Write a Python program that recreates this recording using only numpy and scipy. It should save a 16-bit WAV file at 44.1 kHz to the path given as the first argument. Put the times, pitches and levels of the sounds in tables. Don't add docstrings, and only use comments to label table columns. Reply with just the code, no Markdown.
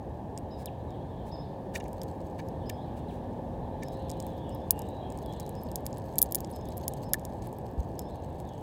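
import sys
import numpy as np
from scipy import signal
from scipy.fft import rfft, irfft, next_fast_len
from scipy.io import wavfile

SR = 44100
rng = np.random.default_rng(int(sys.argv[2]) if len(sys.argv) > 2 else 0)


def transcribe(signal):
    frames = np.atleast_2d(signal).T
    limited = np.clip(frames, -1, 1)
    pcm = np.round(limited * 32767).astype(np.int16)
    wavfile.write(sys.argv[1], SR, pcm)


N = 380141
TIME = np.arange(N) / SR

# start_s [s], level_db [dB, relative], brightness_db [dB]
HUSK_CRACKS = [(0.3765, -34, -15), (0.3862, -37, -11), (0.6586, -27.5, 4.5), (0.906, -50, -8),
               (1.7543, -30.5, -26), (1.8009, -44, -1), (1.8405, -45, -4), (1.8817, -44, -8),
               (1.9309, -41, -6), (2.0168, -35, -8), (2.0337, -33.5, -4), (2.4863, -42, 0.0),
               (2.6946, -36, 3), (2.698, -27, -3), (3.834, -36, -2), (3.8841, -40.5, -8), (4.0959, -35, -6),
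               (4.1015, -32.5, -8), (4.115, -34, -4), (4.202, -31, -7), (4.2253, -41, -6),
               (4.2665, -33, -5), (4.4937, -43, -5), (4.549, -43.5, 4), (4.708, -4.5, 10),
               (4.792, -33.5, 6.5), (4.8192, -37, -2), (4.8883, -43, -3), (5.1023, -43, -6),
               (5.1225, -42, -1), (5.175, -43, -2), (5.188, -39, -7), (5.261, -42, -5), (5.3258, -44, -3),
               (5.336, -44, -5), (5.3995, -33, -6), (5.4049, -34, -10), (5.464, -42, -4), (5.493, -36.5, 3),
               (5.5523, -44, -6), (5.635, -41, 18), (5.7159, -37, -1), (5.7579, -20, 3), (5.8563, -33, -7),
               (5.8652, -23, 1), (5.929, -40.5, -16), (5.9826, -39.5, 14), (6.1573, -36, -5),
               (6.184, -13, 12), (6.1883, -16.5, -2), (6.2144, -34, 15), (6.2178, -5, 14), (6.2272, -7, 15),
               (6.241, -39, -8), (6.311, -41, -3), (6.3226, -20.5, 10), (6.3477, -16, 4), (6.355, -14, 9),
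               (6.3857, -39, 5), (6.4055, -31, 3), (6.4468, -33.5, -4), (6.5149, -40, 14),
               (6.562, -40.5, 7), (6.6876, -39.5, 4), (6.7723, -35.5, 9), (6.7792, -32.5, 4),
               (6.8808, -15, 4), (6.9368, -35.5, -4), (7.1348, -10.5, 4.5), (7.1417, -23, -4),
               (7.1957, -38.5, -10), (7.2519, -30.5, -2.5), (7.472, -42, 2), (7.5283, -43, 2),
               (7.5856, -42, 2), (7.9929, -26.5, -1.5), (8.4013, -36, 7)]
# pitch_hz [Hz], level_db [dB, relative], t60_s [s]
SEED_TONES = [(3390, -18, 0.004), (4460, -6.5, 0.0057), (5126, 0.0, 0.0016), (6394, -2.5, 0.0034),
              (7920, -2, 0.0045), (8870, -7, 0.0032), (9850, -5.5, 0.0046), (12200, 0.0, 0.0025),
              (14970, -5.5, 0.0035), (16440, -18, 0.0013)]
SNAP_DB, CRUMBLE_S_PER_DB = -32, .00005
TRAY_ANSWER_DB = -31
HUSK_LOW_HZ = 2300


def cracks():
    start_s, level_db, bright_db = np.transpose(HUSK_CRACKS)
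    upper_share = 1 / (1 + amp(-2 * bright_db))[:, None]
    is_upper = np.array(SEED_TONES)[:, 0] > 9300
    energy_share = np.where(is_upper, upper_share, 1 - upper_share)
    contact_s = np.maximum(SNAP_DB - level_db, 0)[:, None] * CRUMBLE_S_PER_DB
    seed_gains = amp(level_db)[:, None] * np.sqrt(energy_share)
    husk = strike(start_s - .0004, seed_gains, SEED_TONES, contact_s, spread_db=1.5)
    tray_db = .6 * level_db + TRAY_ANSWER_DB - .5 * bright_db
    tray_gains = amp(tray_db)[:, None] * np.ones(3)
    tray = strike(start_s, tray_gains, TRAY_TONES[1:], 0, spread_db=2.5)
    high_pass = signal.butter(2, HUSK_LOW_HZ, "high", fs=SR, output="sos")
    husk = signal.sosfilt(high_pass, husk)
    near = husk + 1.2 * later(husk, .00057)
    treble = np.diff(husk, prepend=0)
    return near + tray + amp(-14) * scatter(treble, t60=.035, delay_s=.001)


# [dB, added to the lowest tray tone]
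TRAY_KNOCKS = [(1.741, -30, .022, -4), (1.7534, -20, 0.012, -4), (1.799, -34, 0.014, -3),
               (1.845, -40, .022, -6), (2.386, -31, 0.022, -4), (2.694, -27, .008, -5),
               (3.82, -29, 0.02, -4), (7.1416, -33, 0, 16)]
# [s, time to fall 60 dB]
TRAY_TONES = [(1754, -6.5, 0.033), (2310, -8, 0.013), (2820, -13.5, 0.014), (3750, -12, .008)]
THUD_S, THUD_HZ, THUD_DB, THUD_LENGTH_S = 7.77, 61.5, -21, .045


def knocks():
    start_s, level_db, contact_s, lowest_db = np.transpose(TRAY_KNOCKS)
    lying_seeds = [(hz, db - 6, t60) for hz, db, t60 in SEED_TONES[:4]]
    tones = list(TRAY_TONES) + lying_seeds
    is_lowest = np.arange(len(tones)) == 0
    gains = amp(level_db[:, None] + np.outer(lowest_db, is_lowest))
    tray = strike(start_s, gains, tones, contact_s[:, None], spread_db=2.5)
    t = np.clip(TIME - THUD_S, 0, THUD_LENGTH_S)
    swell = np.sin(np.pi * t / THUD_LENGTH_S)
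    return tray - amp(THUD_DB) * swell * np.sin(2 * np.pi * THUD_HZ * t)


# [dB, relative]
SEED_STIRS = [(0.572, 0.073, -60.5), (1.249, 0.063, -63), (1.734, 0.054, -47.5), (2.378, .03, -57.5),
              (2.955, 0.054, -62), (3.065, 0.13, -66), (7.428, 0.055, -59)]
# [dB, relative]
CRUMB_LEVELS = [(1.7, -85), (1.82, -66), (2.6, -78), (3.7, -90), (3.95, -67), (5.0, -77), (5.35, -68),
                (6.5, -63), (8.1, -69)]


def rustle():
    stir = 0
    for start_s, length_s, db in SEED_STIRS:
        swell = np.sin(np.pi * np.clip((TIME - start_s) / length_s, 0, 1))
        stir = stir + amp(db) * np.sqrt(swell ** 2)
    dense = grains(2500, spread_db=-0.5, clump_db=0.5)
    sparse = grains(200, spread_db=4.0, clump_db=8.0)
    seeds = sum(amp(db / 3) * ring(dense, hz, t60 * 0.32) for hz, db, t60 in SEED_TONES)
    tray = sum(amp(db) * ring(dense * stir, hz, t60) for hz, db, t60 in TRAY_TONES)
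    crumbs = 0
    for hz, db, t60 in SEED_TONES:
        uneven = amp(db + 6.9 * rng.standard_normal(N))
        crumbs = crumbs + ring(sparse * uneven, hz, t60)
    crumbs = crumbs + .35 * scatter(crumbs, t60=.025, delay_s=0)
    return stir * rms_one(seeds) + amp(-20) * tray + level(CRUMB_LEVELS) * rms_one(crumbs)


# start_s [s], top_pitch_hz [Hz], level_db [dB, relative],
# closing_fall [share of the top pitch]
SPARROW_CHEEPS = [(0.505, 5150, -61, 0.1), (1.314, 5200, -54, 0.25), (2.656, 5150, -59.5, 0.1),
                  (3.843, 5250, -63.5, 0.05), (4.512, 5250, -64.5, 0.1), (5.556, 5200, -63, 0.03),
                  (6.525, 5200, -61, 0.03), (7.043, 5300, -62.5, 0.1), (7.978, 5280, -60.5, 0.03)]
CHEEP_S, RISE_SHARE, RISE_S, FALL_POWER = .05, .25, .0043, 7.0
OFF_TOP_DB = -30
ECHO_S, ECHO_DB, CHEEP_WALLS_DB = .062, -9, -7


def sparrow(warble):
    cheeps = onsets = 0
    for start_s, top_hz, db, fall in SPARROW_CHEEPS:
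        t = np.clip(TIME - start_s, 0, CHEEP_S)
        below = RISE_SHARE * np.exp(-t / RISE_S) + fall * (t / CHEEP_S) ** FALL_POWER
        pitch_hz = (1 - below) * top_hz + 40 * warble
        cheeps = cheeps + whistle(start_s, CHEEP_S, pitch_hz, db + OFF_TOP_DB * below)
        onsets = onsets + whistle(start_s, .016, 1.06 * top_hz + 40 * warble, db - 13)
    direct = cheeps + onsets + amp(ECHO_DB) * later(cheeps, ECHO_S)
    return direct, amp(CHEEP_WALLS_DB) * cheeps


# [dB, relative]
GLIDING_NOTES = [(0.497, 0.06, 3800, 3900, -63), (0.664, 0.027, 4200, 2280, -51),
                 (0.87, .09, 4100, 2900, -63), (1.16, .06, 3700, 3000, -64), (1.283, 0.12, 3700, 3500, -63),
                 (1.41, .05, 3300, 4800, -62), (2.6, .06, 3700, 3000, -63), (2.74, .1, 3100, 4100, -62),
                 (3.084, 0.034, 4180, 2140, -57), (3.86, .16, 3750, 4000, -63), (4.3, 0.2, 3450, 3400, -63),
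                 (4.43, .1, 3050, 3000, -62), (4.695, 0.16, 2850, 2884, -61), (4.81, 0.26, 3750, 3900, -62),
                 (5.01, 0.077, 3250, 3250, -58), (5.236, 0.13, 3380, 3380, -59),
                 (5.249, .2, 4010, 3900, -63), (6.6, 0.11, 3400, 4000, -63.5), (6.89, .06, 4300, 3000, -62),
                 (8.044, 0.094, 3400, 4430, -63), (8.46, 0.07, 3800, 2800, -62)]
CLEAR_DB, BLUR_PER_DB, WARBLE_HZ = -46, .036, 330


def gliding_notes(warble):
    direct = walls = 0
    for start_s, length_s, start_hz, end_hz, db in GLIDING_NOTES:
        blur = np.clip((CLEAR_DB - db) * BLUR_PER_DB, 0, 1)
        glide = start_hz + (end_hz - start_hz) * (TIME - start_s) / length_s
        note = whistle(start_s, length_s, glide + WARBLE_HZ * blur ** 2 * warble, db)
        direct = direct + (1 - blur) * note
        walls = walls + blur * note
    return direct, walls


# [dB, relative, each singer]
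CHATTER_LEVELS = [(0.0, -84), (.6, -75), (1.46, -75), (2.11, -88), (2.82, -70), (3.5, -77), (4.0, -67),
                  (4.6, -67), (4.9, -73), (5.3, -67), (6.1, -80), (6.52, -72), (7.76, -83), (8.17, -74)]
CHATTER_HZ, CHATTER_SWING_HZ, CHATTER_NOTES_PER_S, CHATTER_DIRECT = 3450, 480, 12, .4


def chatter():
    direct = walls = 0
    for _ in range(5):
        singing = np.clip(wander(CHATTER_NOTES_PER_S, .2), 0, 1)
        pitch_hz = CHATTER_HZ + CHATTER_SWING_HZ * wander(9.0, .15)
        note = level(CHATTER_LEVELS) * singing * sine(pitch_hz)
        direct = direct + CHATTER_DIRECT * note
        walls = walls + note
    return direct, walls


def far_birds():
    warble = wander(40.0, 0.05)
    birds = [sparrow(warble), gliding_notes(warble), chatter()]
    direct = sum(bird[0] for bird in birds)
    walls = sum(bird[1] for bird in birds)
    return direct + scatter(walls, t60=0.5, delay_s=.01)


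# [dB per Hz, relative]
TOWN_COLOUR = [(24, -33.5), (40, -4), (87, 0), (396, -10), (878, -11), (1370, -41), (1760, -30.5),
               (1950, -42.5), (2440, -43.5), (3630, -46.5), (5690, -53.5), (15400, -58.5)]
TOWN_DB = -39


def town():
    hz, db = np.transpose(TOWN_COLOUR)
    size = next_fast_len(N)
    bin_hz = np.arange(size // 2 + 1) * SR / size
    colour = amp(np.interp(np.log(bin_hz + 0.0011), np.log(hz), db))
    rumble = irfft(rfft(rng.standard_normal(size)) * colour, size)[:N]
    swell = amp(2 * np.sin(np.pi * TIME / TIME[-1]))
    return amp(TOWN_DB) * swell * rms_one(rumble)


# time_s [s], level_db [dB]
HUM_LEVELS = [(0.0, -56), (1.25, -57), (2.44, -48), (3.02, -56), (4.12, -46), (5.08, -56), (6.73, -51),
              (8.6, -58)]
HUM_HZ, HUM_WAVER_HZ = 533, 1.5
LOW_HUM_S, LOW_HUM_LENGTH_S, LOW_HUM_HZ, LOW_HUM_DB = 2.3, 2.1, 243, -48


def hums():
    low_swell = np.sin(np.pi * np.clip((TIME - LOW_HUM_S) / LOW_HUM_LENGTH_S, 0, 1))
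    waver = HUM_WAVER_HZ * wander(1.5, .8)
    hum = level(HUM_LEVELS) * sine(HUM_HZ + waver)
    return hum + amp(LOW_HUM_DB) * low_swell * sine(LOW_HUM_HZ + waver)


def strike(times, gains, modes, contact_s, spread_db):
    steps = np.arange(1000)
    at = (np.asarray(times) * SR).astype(int)[:, None] + steps
    window = np.sin(np.pi * np.clip((steps + 1) / (contact_s * SR + 2), 0, 1))
    bursts = rng.choice([-1, 1], at.shape) * window
    bursts /= np.sqrt(np.sum(bursts ** 2, axis=1, keepdims=True))
    chance = amp(spread_db * rng.standard_normal(gains.shape))
    out = np.zeros(N)
    for k, (hz, db, t60) in enumerate(modes):
        push = np.zeros(N)
        np.add.at(push, at, bursts * (gains * chance)[:, k, None])
        out += (-1) ** k * amp(db) * ring(push, hz, t60)
    return out


def ring(push, hz, t60):
    r, w = amp(-60 / (t60 * SR)), 2 * np.pi * hz / SR
    return signal.lfilter([0, np.sin(w)], [1, -2 * r * np.cos(w), r * r], push + 1e-18)


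def grains(per_s, spread_db, clump_db):
    sizes = amp(spread_db * np.minimum(rng.exponential(1, N), 4)) * rng.choice([-1, 1], N)
    clumps = amp(clump_db * wander(14, .15))
    return rms_one(sizes * (rng.random(N) < clumps * per_s / SR))


def whistle(s, length, hz, db):
    on = slice(int(s * SR), int((s + length) * SR))
    loudness = (amp(db) * np.ones(N))[on]
    soft_ends = np.abs(np.sin(np.pi * (TIME[on] - s) / length)) ** 0.24
    out = np.zeros(N)
    out[on] = loudness * soft_ends * sine(hz[on])
    return out


def sine(hz):
    return np.sqrt(2) * np.sin(2 * np.pi * np.cumsum(hz) / SR)


def wander(hz, t60):
    return rms_one(ring(rng.standard_normal(N), hz, t60))


def scatter(x, t60, delay_s):
    t = np.arange(int(SR / 2)) / SR
    tail = rng.standard_normal(len(t)) * amp(-60 * t / t60) * (t > delay_s)
    return signal.fftconvolve(x, tail / np.sqrt(np.sum(tail ** 2)))[:N]


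def later(x, delay_s):
    return np.roll(x, int(delay_s * SR))


def level(rows):
    return amp(np.interp(TIME, *np.transpose(rows)))


def rms_one(x):
    return x / np.sqrt(np.mean(x ** 2) + 1e-20)


def amp(db):
    return 10 ** (np.asarray(db) / 20)


def scene():
    return (cracks() + knocks() + rustle() + far_birds() + town() + hums())[None]


CUTOFF_HZ = 17330


def record(dry):
    thin = signal.sosfilt(signal.butter(2, 45, "high", fs=SR, output="sos"), dry)
    return signal.sosfilt(signal.cheby2(12, 70, CUTOFF_HZ, fs=SR, output="sos"), thin)


dry = scene()
out = record(dry)
transcribe(out)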